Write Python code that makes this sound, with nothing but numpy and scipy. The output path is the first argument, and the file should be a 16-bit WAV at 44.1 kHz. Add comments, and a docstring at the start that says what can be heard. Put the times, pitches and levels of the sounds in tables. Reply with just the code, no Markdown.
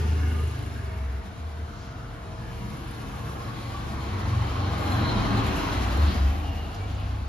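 """A motorbike pulls away, exhaust puffing and valves ticking, over tyre roar and a nearby motor's hum.
A slow single-cylinder vehicle comes up and passes close: its engine knocks, its belt or chain chirps,
its loose bodywork rattles and clanks. A van booms by and a brake squeals briefly. Tyre, exhaust and
engine noise swell and fade with each pass, combed by echoes off the house fronts.
Heard through the open doorway of a small shop, on a phone with two microphone ports."""
import sys
import numpy as np
from scipy import signal
from scipy.fft import rfft, irfft
from scipy.io import wavfile
from scipy.ndimage import uniform_filter1d

SR = 44100
rng = np.random.default_rng(int(sys.argv[2]) if len(sys.argv) > 2 else 0)


def pcm_store(signal):
    """Save signal as 16-bit PCM."""
    levels = np.round(np.clip(np.atleast_2d(signal), -1, 1) * 32767)
    wavfile.write(sys.argv[1], SR, levels.astype(np.int16).T)


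N = 321048
T = np.arange(N) / SR
F = np.arange(N // 2 + 1) * SR / N
OPPOSITE = np.array([[1], [-1]])  # sign at the left and right port

# traffic noise at the doorway, relative levels: (time [s], tyre roar [dB], engine rasp [dB], hiss [dB])
TRAFFIC = [(0, -48.5, -50.5, -60), (.55, -49, -54, -62), (1.15, -50.5, -57.5, -68), (1.9, -49, -57.5, -70),
           (2.33, -48.5, -57.5, -70), (2.6, -46.5, -55.5, -63.5), (3.61, -44, -52, -63),
           (4.68, -38, -47, -63), (4.9, -35, -45, -61), (5.03, -34, -44, -65), (5.25, -34, -43.5, -61),
           (5.52, -35, -43, -58.5), (5.85, -37, -44.5, -57.5), (6.08, -37, -45.5, -58.5),
           (6.51, -44, -54, -66), (7.18, -46.5, -56.5, -68), (7.28, -49, -57, -71)]


def undb(db):
    """dB to gain."""
    return 10 ** (np.asarray(db) / 20)


def unit(x):
    """Scale to rms 1."""
    return x / np.sqrt(np.mean(x ** 2))


def curves(table):
    """Columns of a timed table at every sample, and a gate that fades in and out at its ends."""
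    times, *columns = np.transpose(table)
    gate = np.clip(np.minimum(T - times[0] + 0.064, times[-1] + 0.053 - T) / 0.051, 0, 1)
    return [np.interp(T, times, column) for column in columns], gate


def walk(rate):
    """Random levels held 1 / rate s and smoothed twice; spread near 1."""
    hold = int(SR / rate)
    steps = np.repeat(rng.standard_normal(N // hold + 1), hold)
    return 1.25 * uniform_filter1d(uniform_filter1d(steps, hold), hold)[:N]


def band(hz, width):
    """Noise in a bell-shaped band, rms 1."""
    return unit(irfft(rfft(rng.standard_normal(N)) * np.exp(-.5 * ((F - hz) / width) ** 2), N))


def ring(modes):
    """Noise in a few resonances."""
    return sum(undb(db) * band(hz, width) for hz, width, db in modes)


def strike(age, db, attack_s, t60_s):
    """Envelope of a hit: a linear rise on an exponential decay."""
    age = np.maximum(age, 0)
    return np.minimum(age / attack_s, 1) * undb(db - 60 * age / t60_s)


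def left_first(x, lead_s=0.00017):
    """A sound that reaches the left port just before the right."""
    return irfft(rfft(x) * np.exp(1j * np.pi * F * lead_s * OPPOSITE), N)


def pings(hits, attack_s, t60_s, gain_db):
    """Short rough rings, each reaching the two ports with its own phase."""
    out = np.zeros((2, N))
    roughness = undb(gain_db + 3.5 * walk(120))
    age = np.arange(SR // 3) / SR
    for (time, db, hz), (offset, skew) in zip(hits, rng.random((len(hits), 2))):
        phase = 2 * np.pi * (hz * age + offset) + 0.31 * (1 + skew) * OPPOSITE
        start = int(time * SR)
        out[:, start:start + len(age)] += strike(age, db, attack_s, t60_s) * np.sin(phase)
    return out * roughness


def exhaust(run, orders=(1,), orders_db=(0,), swells=((),), flutter_db=1.6):
    """Partials of a wandering engine rate, a little to the left; each flutters and may swell."""
    (hz, level_db), gate = curves(run)
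    phase = 2 * np.pi * np.cumsum(hz * (1 + 0.0048 * walk(12))) / SR
    out = 0
    for order, db, lifts in zip(orders, orders_db, swells):
        lift_db = sum(up_db * np.clip(np.minimum(T - start, end - T) / 0.067 + 1, 0, 1)
                      for start, end, up_db in lifts)
        gain = undb(level_db + db + lift_db + flutter_db * walk(14))
        out = out + gain * np.sin(order * phase + 2 * np.pi * rng.random())
    return gate * np.sqrt(2) * out * undb(0.3 * OPPOSITE)


def clatter(run, body, level_db, puff_cycles=0.57, depth=0.66):
    """Noise that puffs once a firing and rings the vehicle's resonances, each flaring up on its own."""
    (hz, _), gate = curves(run)
    cycle = np.cumsum(hz / SR) % 1
    puffs = rfft(rng.standard_normal((2, N)) * (1 - depth + depth * np.exp(-cycle / puff_cycles)))
    alike, opposed = sum(undb(db + 2.5 * walk(16)) * irfft(puffs / (1 + (2 * (F - f) / width) ** 2), N)
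                         for f, width, db in body)
    return gate * undb(level_db) * (unit(alike) + 0.62 * unit(opposed) * OPPOSITE)


def echoes(x, depth_db=3.0, hold_s=.3):
    """House fronts and shop walls comb the noise into fine ridges that shift as the traffic moves."""
    _, times, spectra = signal.stft(x, SR, nperseg=2048)
    ridges = rng.standard_normal(spectra.shape[1:])
    frames = int(hold_s / times[1] / 2)
    for _ in range(2):
        ridges = uniform_filter1d(ridges, frames, axis=1)
    comb = unit(undb(depth_db * unit(ridges)))
    return signal.istft(spectra * comb, SR, nperseg=2048)[1][:, :N]


def motorbike():
    """A motorbike leaves the shop front: its exhaust note sinks and its clatter fades with distance."""
    # pulling away: (time [s], firing rate [Hz], level [dB])
    run = [(0, 25.8, -36.5), (.4, 25.84, -37.5), (.6, 24.98, -35), (.85, 23.87, -36.5), (1.0, 22.95, -39.5),
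           (1.12, 22.27, -43.5), (1.35, 20.9, -47)]
    # exhaust partials [multiples of the firing rate] and their gains [dB]
    orders = [3, 4, 5]
    orders_db = [-1, -0.5, -3]
    # street echoes lift a partial for a while; for each partial: (start [s], end [s], lift [dB])
    swells = [
        [(0, .46, 13.5), (.7, .95, 4), (1.03, 1.2, 15)],
        [],
        [],
    ]
    # body and exhaust resonances: (pitch [Hz], width [Hz], gain [dB])
    body = [(230, 21, 9), (400, 72, 6), (735, 50, -0.5), (877, 22, 0), (1205, 47, -2), (1450, 41, -3),
            (1675, 130, -2), (2170, 116, -9), (2820, 320, -10)]
    clatter_db = -43.5 - 13.5 * np.maximum(T - 0.31, 0)
    return exhaust(run, orders, orders_db, swells) + clatter(run, body, clatter_db)


def motor_hum():
    """Wavering partials of a motor somewhere near, reaching the ports with different phases."""
    # slow drift of the hum: (time [s], gain below 500 Hz [dB], gain above [dB])
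    drift = [(0, -3, -10), (.7, -1.5, 0.5), (2.4, 0, 1.5), (3.0, 0, -9), (3.7, -1, -21), (5.5, -2, -12),
             (7.28, -7, -4)]
    # the motor's partials: (pitch [Hz], relative level [dB])
    partials = [(279.9, -63), (463.0, -54.5), (646.0, -57), (694.4, -58)]
    (low_db, high_db), _ = curves(drift)
    out = 0
    for hz, db in partials:
        phase = 2 * np.pi * (hz * T + rng.random() + 0.15 * walk(12))
        gain = undb(db + (low_db if hz < 500 else high_db) + 1.74 * walk(4.907))
        out = out + gain * np.sin(phase + 0.486 * OPPOSITE)
    return 1.65 * out


def street_noise(level_db=-33.5):
    """Tyre, exhaust and engine noise in half-octave slices that follow the traffic and flicker."""
    # spectra the ports hear alike and in opposite phase: (frequency [Hz], relative density [dB])
    alike = [(25, -29), (45, -5.5), (90, -2.5), (160, -8), (300, -9.5), (450, -18.5), (1050, -17.5),
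             (1700, -24.5), (4300, -32), (5500, -37.5), (7600, -44.5), (11300, -46), (14000, -54),
             (14600, -90)]
    opposed = [(25, -50.5), (100, -14), (300, -22.5), (600, -20), (1430, -18.5), (1800, -29), (3000, -32),
               (8700, -43), (11000, -47), (15600, -57.5)]
    # how far the common sound leans left: (frequency [Hz], share [0-1])
    left_lean = [(60, 0.039), (250, 0.16), (1000, 0.01), (3000, 0.24), (8000, .01)]
    # centres of deep rumble, exhaust rumble, tyre roar, engine rasp, chain and fan, hiss [Hz]
    layer_hz = [70, 250, 850, 2000, 4200, 10000]
    (roar_db, rasp_db, hiss_db), _ = curves(TRAFFIC)
    bike_db = 9 * np.clip(1 - T / 1.07, 0, 1)  # extra rumble until the motorbike is gone
    layers_db = [0.4 * roar_db, 1.054 * roar_db + bike_db, roar_db, rasp_db, 1.06 * rasp_db, hiss_db]
    layers_db = np.array([db - 10 * np.log10(np.mean(undb(2 * db))) for db in layers_db])  # mean power 1
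    octave = np.log2(np.maximum(F, 1))
    alike_db, opposed_db, lean = (np.interp(octave, np.log2(hz), values)
                                  for hz, values in map(np.transpose, (alike, opposed, left_lean)))
    noise = rfft(echoes(rng.standard_normal((2, N)))) * undb([alike_db, opposed_db])
    # part of the common sound leans left, and reaches that port a little early
    noise[1] += noise[0] * (lean + .3j * np.clip(F / 1500, 0, 1))
    noise /= np.sqrt(np.mean(irfft(noise[0], N) ** 2))
    gusts = walk(32)
    gusts = unit(gusts - uniform_filter1d(gusts, SR // 8))
    out = 0
    for centre in np.arange(4.5, 14.5, .5):
        window = np.cos(np.pi / 2 * np.clip((octave - centre) * 2, -1, 1)) ** 2
        shares = [np.interp(centre, np.log2(layer_hz), layer) for layer in np.eye(len(layer_hz))]
        # the treble rustles in common gusts, the bass rolls smoothly
        gust_db = np.clip((centre - 10.5) / 3, 0, 1) * 1.046 * gusts
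        flicker_db = np.clip((centre - 8) / 3, .3, 1) * 0.89 * walk(10)
        out = out + irfft(noise * window, N) * undb(shares @ layers_db + gust_db + flicker_db)
    return undb(level_db) * (out[0] + out[1] * OPPOSITE)


def whines():
    """Whines and brief rushes from the street: banded noise that swells, chatters and fades."""
    # noisy rings: (start [s], end [s], pitch [Hz], width [Hz], level [dB])
    bands = [(6.44, 6.82, 2820, 110, -57), (1.05, 1.61, 1460, 100, -59.5), (1.63, 2.26, 1400, 160, -55),
             (.68, 1.0, 1620, 60, -60), (0.81, 1.1, 2200, 70, -61), (6.04, 6.22, 4800, 250, -54),
             (5.05, 5.13, 4120, 40, -43), (0.72, 1.15, 1900, 510, -57), (5.4, 5.9, 2500, 770, -47),
             (6.25, 7.36, 4140, 570, -61.5), (6.4, 6.64, 3100, 35, -59), (6.8, 6.86, 2300, 25, -55),
             (5.2, 6.7, 12800, 900, -66), (0, .5, 400, 70, -50), (4.78, 5.85, 1300, 350, -46),
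             (0.9, 1.65, 199, 27, -52), (6.8, 7.4, 240, 41, -51.5), (2.3, 2.75, 180, 31, -48.5),
             (6.94, 7.06, 2850, 70, -61), (6.14, 7.226, 2870, 570, -56.5), (4.88, 5.3, 4030, 206, -50),
             (2.38, 2.53, 1683, 67, -53), (2.95, 3.6, 1670, 27, -58), (2.42, 3.3, 2860, 310, -61),
             (0.025, 0.137, 887, 17.4, -49.5), (0.055, 0.31, 740, 17.5, -57), (2.57, 2.9, 960, 15, -54),
             (3.02, 4.76, 1120, 70, -51.5), (0.334, 0.451, 1215, 18, -49.5), (0.21, 0.4, 1470, 18, -52),
             (0.05, 0.42, 2780, 90, -57), (0.196, 0.364, 2160, 39, -53), (5.13, 5.9, 280, 14, -40),
             (5.0, 5.5, 200.4, 10.7, -37), (5.34, 7.116, 720, 70, -47), (6.06, 6.13, 3700, 810, -43),
             (5.3, 6.6, 293, 42, -44.5), (1.72, 1.93, 5200, 1800, -60), (6.85, 7.15, 3200, 2330, -56.5)]
    out = 0
    for start, end, hz, width, db in bands:
        progress = np.clip((T - start) / (end - start), 0, 1)
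        swell = np.sin(np.pi * progress) ** 0.325 * undb(db + 1.8 * walk(28))
        noise = band(hz, width)
        power = uniform_filter1d(noise ** 2, SR // 25)
        evened = unit(noise / (power + 0.052) ** 0.3)
        out = out + swell * (evened + 0.49 * band(hz, width) * OPPOSITE)
    return out


def valve_ticks(t60_s=0.047):
    """Valve gear taps out a train of bright ticks of uneven strength."""
    # for each engine: (rows of (time [s], tick rate [Hz], level [dB]), time of one tick [s])
    trains = [([(.15, 27, -68), (.5, 26.7, -54), (.8, 26, -61), (1.05, 24, -70.5)], .512),
              ([(2.45, 28, -68), (2.7, 27.9, -61.5), (2.9, 28.9, -54.5), (3.12, 28.2, -59),
              (3.4, 30.6, -64)], 2.911)]
    # valve gear resonances: (pitch [Hz], width [Hz], gain [dB])
    modes = [(8240, 440, 0), (9700, 250, 2.5), (10500, 850, -1)]
    out = 0
    for run, tick_s in trains:
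        (rate, db), gate = curves(run)
        count = np.cumsum(rate) / SR
        count -= count[int(tick_s * SR)]
        scatter_db = 2.8 * rng.standard_normal(400)[np.floor(count).astype(int) % 400]
        age = (count % 1) / rate
        out = out + gate * undb(db + scatter_db - 60 * age / t60_s) * ring(modes)
    return left_first(out)


def engine_drones(attack_s=0.076, release_s=0.06):
    """Lone low engine notes along the street swell in, glide and die away."""
    # notes: (start [s], end [s], first pitch [Hz], last pitch [Hz], level [dB])
    notes = [(1.388, 1.634, 76.9, 75.6, -34.5), (2.45, 2.9, 64.5, 64.7, -48.5), (3.22, 3.35, 70, 68, -44),
             (3.45, 3.55, 68.1, 68.1, -42), (3.054, 3.329, 146, 150, -41.5), (5.1, 5.451, 35, 36.4, -41),
             (5.42, 5.529, 74.9, 73.8, -30), (5.999, 6.603, 95, 92, -38.5), (6.05, 7.28, 48, 45, -40),
             (6.816, 7.199, 97.5, 98.1, -31.5), (6.9, 7.278, 68.2, 66.9, -33)]
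    out = 0
    for start, end, first_hz, last_hz, db in notes:
        edge_db = db - 14.5
        out = out + exhaust([(start - attack_s, first_hz, edge_db), (start, first_hz, db),
                             (end, last_hz, db), (end + release_s, last_hz, edge_db)])
    return out


def slow_vehicle(nearness_db):
    """A single cylinder thumps up the street, its clatter loudest as it passes the door."""
    # the pass: (time [s], firing rate [Hz], level [dB])
    run = [(1.5, 21.9, -50), (2.0, 22.6, -48.5), (2.7, 23.1, -45.5), (3.2, 22.7, -46), (3.8, 23.7, -43.5),
           (4.3, 23.2, -39.5), (4.75, 22.7, -41.5), (4.95, 22.9, -40.5), (5.3, 22.3, -41), (5.6, 21.5, -41),
           (5.88, 20.33, -40), (6.03, 19.2, -40), (6.2, 17.6, -43)]
    # exhaust partials [multiples of the firing rate] and their gains [dB]
    orders = [2, 3, 4, 5, 6, 9]
    orders_db = [-5.5, -1.5, -1.5, -2, -7, -8.5]
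    # street echoes lift a partial for a while; for each partial: (start [s], end [s], lift [dB])
    swells = [
        [(1.9, 2.9, 5.9), (5.15, 5.72, 11.7)],
        [(3.8, 4.15, 7), (4.3, 4.55, 8), (4.72, 5.03, 8.02), (5.78, 5.96, 14.3)],
        [(4.14, 4.4, 13), (4.58, 4.78, 13.5), (4.9, 5.06, 13)],
        [(1.95, 2.13, 6.8), (2.97, 3.05, 8.5), (3.15, 3.3, 7.3), (3.42, 3.52, 8), (2.42, 2.65, 6.7),
         (3.65, 3.95, 5), (4.33, 4.45, 13), (4.55, 4.7, 8), (4.95, 5.42, 12.1), (5.5, 5.9, 6.56)],
        [],
        [(2.65, 3.08, 5), (3.28, 3.7, 5), (3.97, 4.38, 5.9), (5.17, 5.38, 13)],
    ]
    # body and exhaust resonances: (pitch [Hz], width [Hz], gain [dB])
    body = [(795, 120, 3), (1083, 61, 0.5), (1230, 140, -1.5), (1630, 74, -12), (2140, 160, -11),
            (3090, 400, -8.5), (3870, 128, -9.5), (4170, 180, -7.5)]
    thump = exhaust(run, orders, orders_db, swells, flutter_db=2.3)
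    return thump + clatter(run, body, level_db=-40.5 + 1.32 * nearness_db)


def engine_knocks():
    """Knocks ring the slow vehicle's engine casing."""
    # knocks: (time [s], relative level [dB], pitch [Hz])
    hits = [(3.0196, -36, 1118), (3.1343, -38.5, 1203), (3.2858, -36, 1180), (3.4012, -35, 1074),
            (3.479, -35, 1106), (3.5663, -37, 1090), (3.6535, -36.5, 1095), (3.7414, -33, 1150),
            (3.9265, -32.5, 1119), (4.1306, -39, 1100), (4.2596, -34, 1062), (4.3296, -31, 1083),
            (4.4194, -39, 1035), (4.5521, -31, 1078), (4.5994, -34, 1111), (4.7073, -31, 1034),
            (4.817, -31, 1111), (4.9294, -33, 1051), (5.0609, -32, 940), (5.1213, -27.5, 995),
            (5.1993, -30.5, 1044), (5.2395, -30, 1057), (5.3794, -30, 902), (5.5194, -31, 999),
            (5.6645, -28, 976)]
    return pings(hits, attack_s=0.0077, t60_s=0.18, gain_db=-2)


def panel_rattle(nearness_db, start_s=4, span_s=2.5, per_s=160, low_hz=349.8, high_hz=4300):
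    """The slow vehicle's loose panels ring at chance moments and pitches, loudest at the door."""
    when, pitch, softness = rng.random((int(per_s * span_s), 3)).T
    octaves = pitch * np.log2(high_hz / low_hz)
    hits = np.transpose([start_s + span_s * when, -2 * octaves - 8 * softness, low_hz * 2 ** octaves])
    return pings(hits, attack_s=.005, t60_s=.15, gain_db=-37.5 + 1.6 * nearness_db)


def bodywork_clanks():
    """Loose bodywork strikes and rings high in the treble."""
    # clanks: (time [s], level [dB], t60 [s])
    hits = [(4.775, -57, 2), (4.908, -53.5, 0.6), (5.462, -47, 0.1), (5.556, -49, 0.3), (5.97, -45, 0.05),
            (6.03, -54, 0.02)]
    # bodywork resonances: (pitch [Hz], width [Hz], gain [dB])
    modes = [(7500, 700, 0.5), (9500, 2400, -2.5), (11380, 580, -1)]
    return left_first(sum(strike(T - time, db, 0.0049, t60) * ring(modes) for time, db, t60 in hits))


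def belt_chirps():
    """The slow vehicle's belt or chain chirps at close range."""
    # chirps: (time [s], relative level [dB], pitch [Hz])
    hits = [(4.9137, -32.5, 4140), (4.9487, -37.5, 3960), (5.005, -36, 3840), (5.0403, -32.5, 3880),
            (5.084, -30.5, 4130), (5.1292, -37, 3980), (5.1597, -37.5, 3840), (5.2165, -35, 4100)]
    return pings(hits, attack_s=0.006, t60_s=0.146, gain_db=-4.5)


def clicks():
    """Single bright clicks, each a fast-dying band of noise."""
    # clicks: (time [s], level [dB], pitch [Hz], width [Hz], t60 [s])
    hits = [(5.918, -45, 9500, 4000, .05), (6.319, -57, 13740, 800, 0.16), (6.742, -44.5, 5500, 1300, 0.11),
            (6.742, -51, 11000, 3000, 0.08), (6.94, -52, 7200, 700, 0.08), (6.996, -52, 10500, 2000, 0.062)]
    return left_first(sum(strike(T - time, db, 0.009, t60) * band(hz, width)
                          for time, db, hz, width, t60 in hits))


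def van():
    """A van booms past the doorway on one low exhaust note."""
    # the boom: (time [s], pitch [Hz], level [dB])
    run = [(5.96, 73, -33), (6.0, 74.4, -19), (6.08, 73.7, -18), (6.14, 71, -28.5), (6.2, 68.36, -22.5),
           (6.27, 69.2, -21.5), (6.34, 74.3, -26.5), (6.44, 75.6, -29.5), (6.66, 76.03, -33.5),
           (6.74, 73.6, -44.5)]
    return exhaust(run)


def brake_squeal():
    """A brake pad sings: one wavering, slightly rough tone."""
    # the squeal: (time [s], pitch [Hz], level [dB])
    tone = [(6.45, 2860, -58), (6.49, 2815, -48), (6.55, 2793, -53), (6.6, 2860, -54), (6.68, 2820, -57),
            (6.78, 2810, -53), (6.8, 2800, -59)]
    (hz, db), gate = curves(tone)
    phase = 2 * np.pi * np.cumsum(hz * (1 + .008 * walk(70))) / SR
    return gate * np.sqrt(2) * undb(db + 4 * walk(50)) * np.sin(phase + .45 * OPPOSITE)


def scene():
    """The street from the doorway: engines near the middle, noise spread across the two ports."""
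    (roar_db, _, _), _ = curves(TRAFFIC)
    nearness_db = roar_db - roar_db.max()  # 0 as the slow vehicle passes closest
    return (motorbike() + motor_hum() + street_noise() + whines() + valve_ticks() + engine_drones()
            + slow_vehicle(nearness_db) + engine_knocks() + panel_rattle(nearness_db)
            + bodywork_clanks() + belt_chirps() + clicks() + van() + brake_squeal())


def record(dry, top_hz=15700, alike_top_hz=14500):
    """The common sound is hollowed near 8.4 kHz, the opposed near 11.9 kHz; the very top is cut off."""
    alike_dip = 1 - np.exp(-((F - 8387) / 720) ** 4)
    opposed_dip = 1 - np.exp(-((F - 11900) / 1200) ** 4)
    alike_cut = 1 / (1 + (F / alike_top_hz) ** 200)
    alike = irfft(rfft(dry[0] + dry[1]) * alike_dip * alike_cut, N) / 2
    opposed = irfft(rfft(dry[0] - dry[1]) * opposed_dip, N) / 2
    lowpass = signal.ellip(8, .2, 70, top_hz, fs=SR, output="sos")
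    return signal.sosfilt(lowpass, alike + opposed * OPPOSITE)


dry = scene()
out = record(dry)
pcm_store(out)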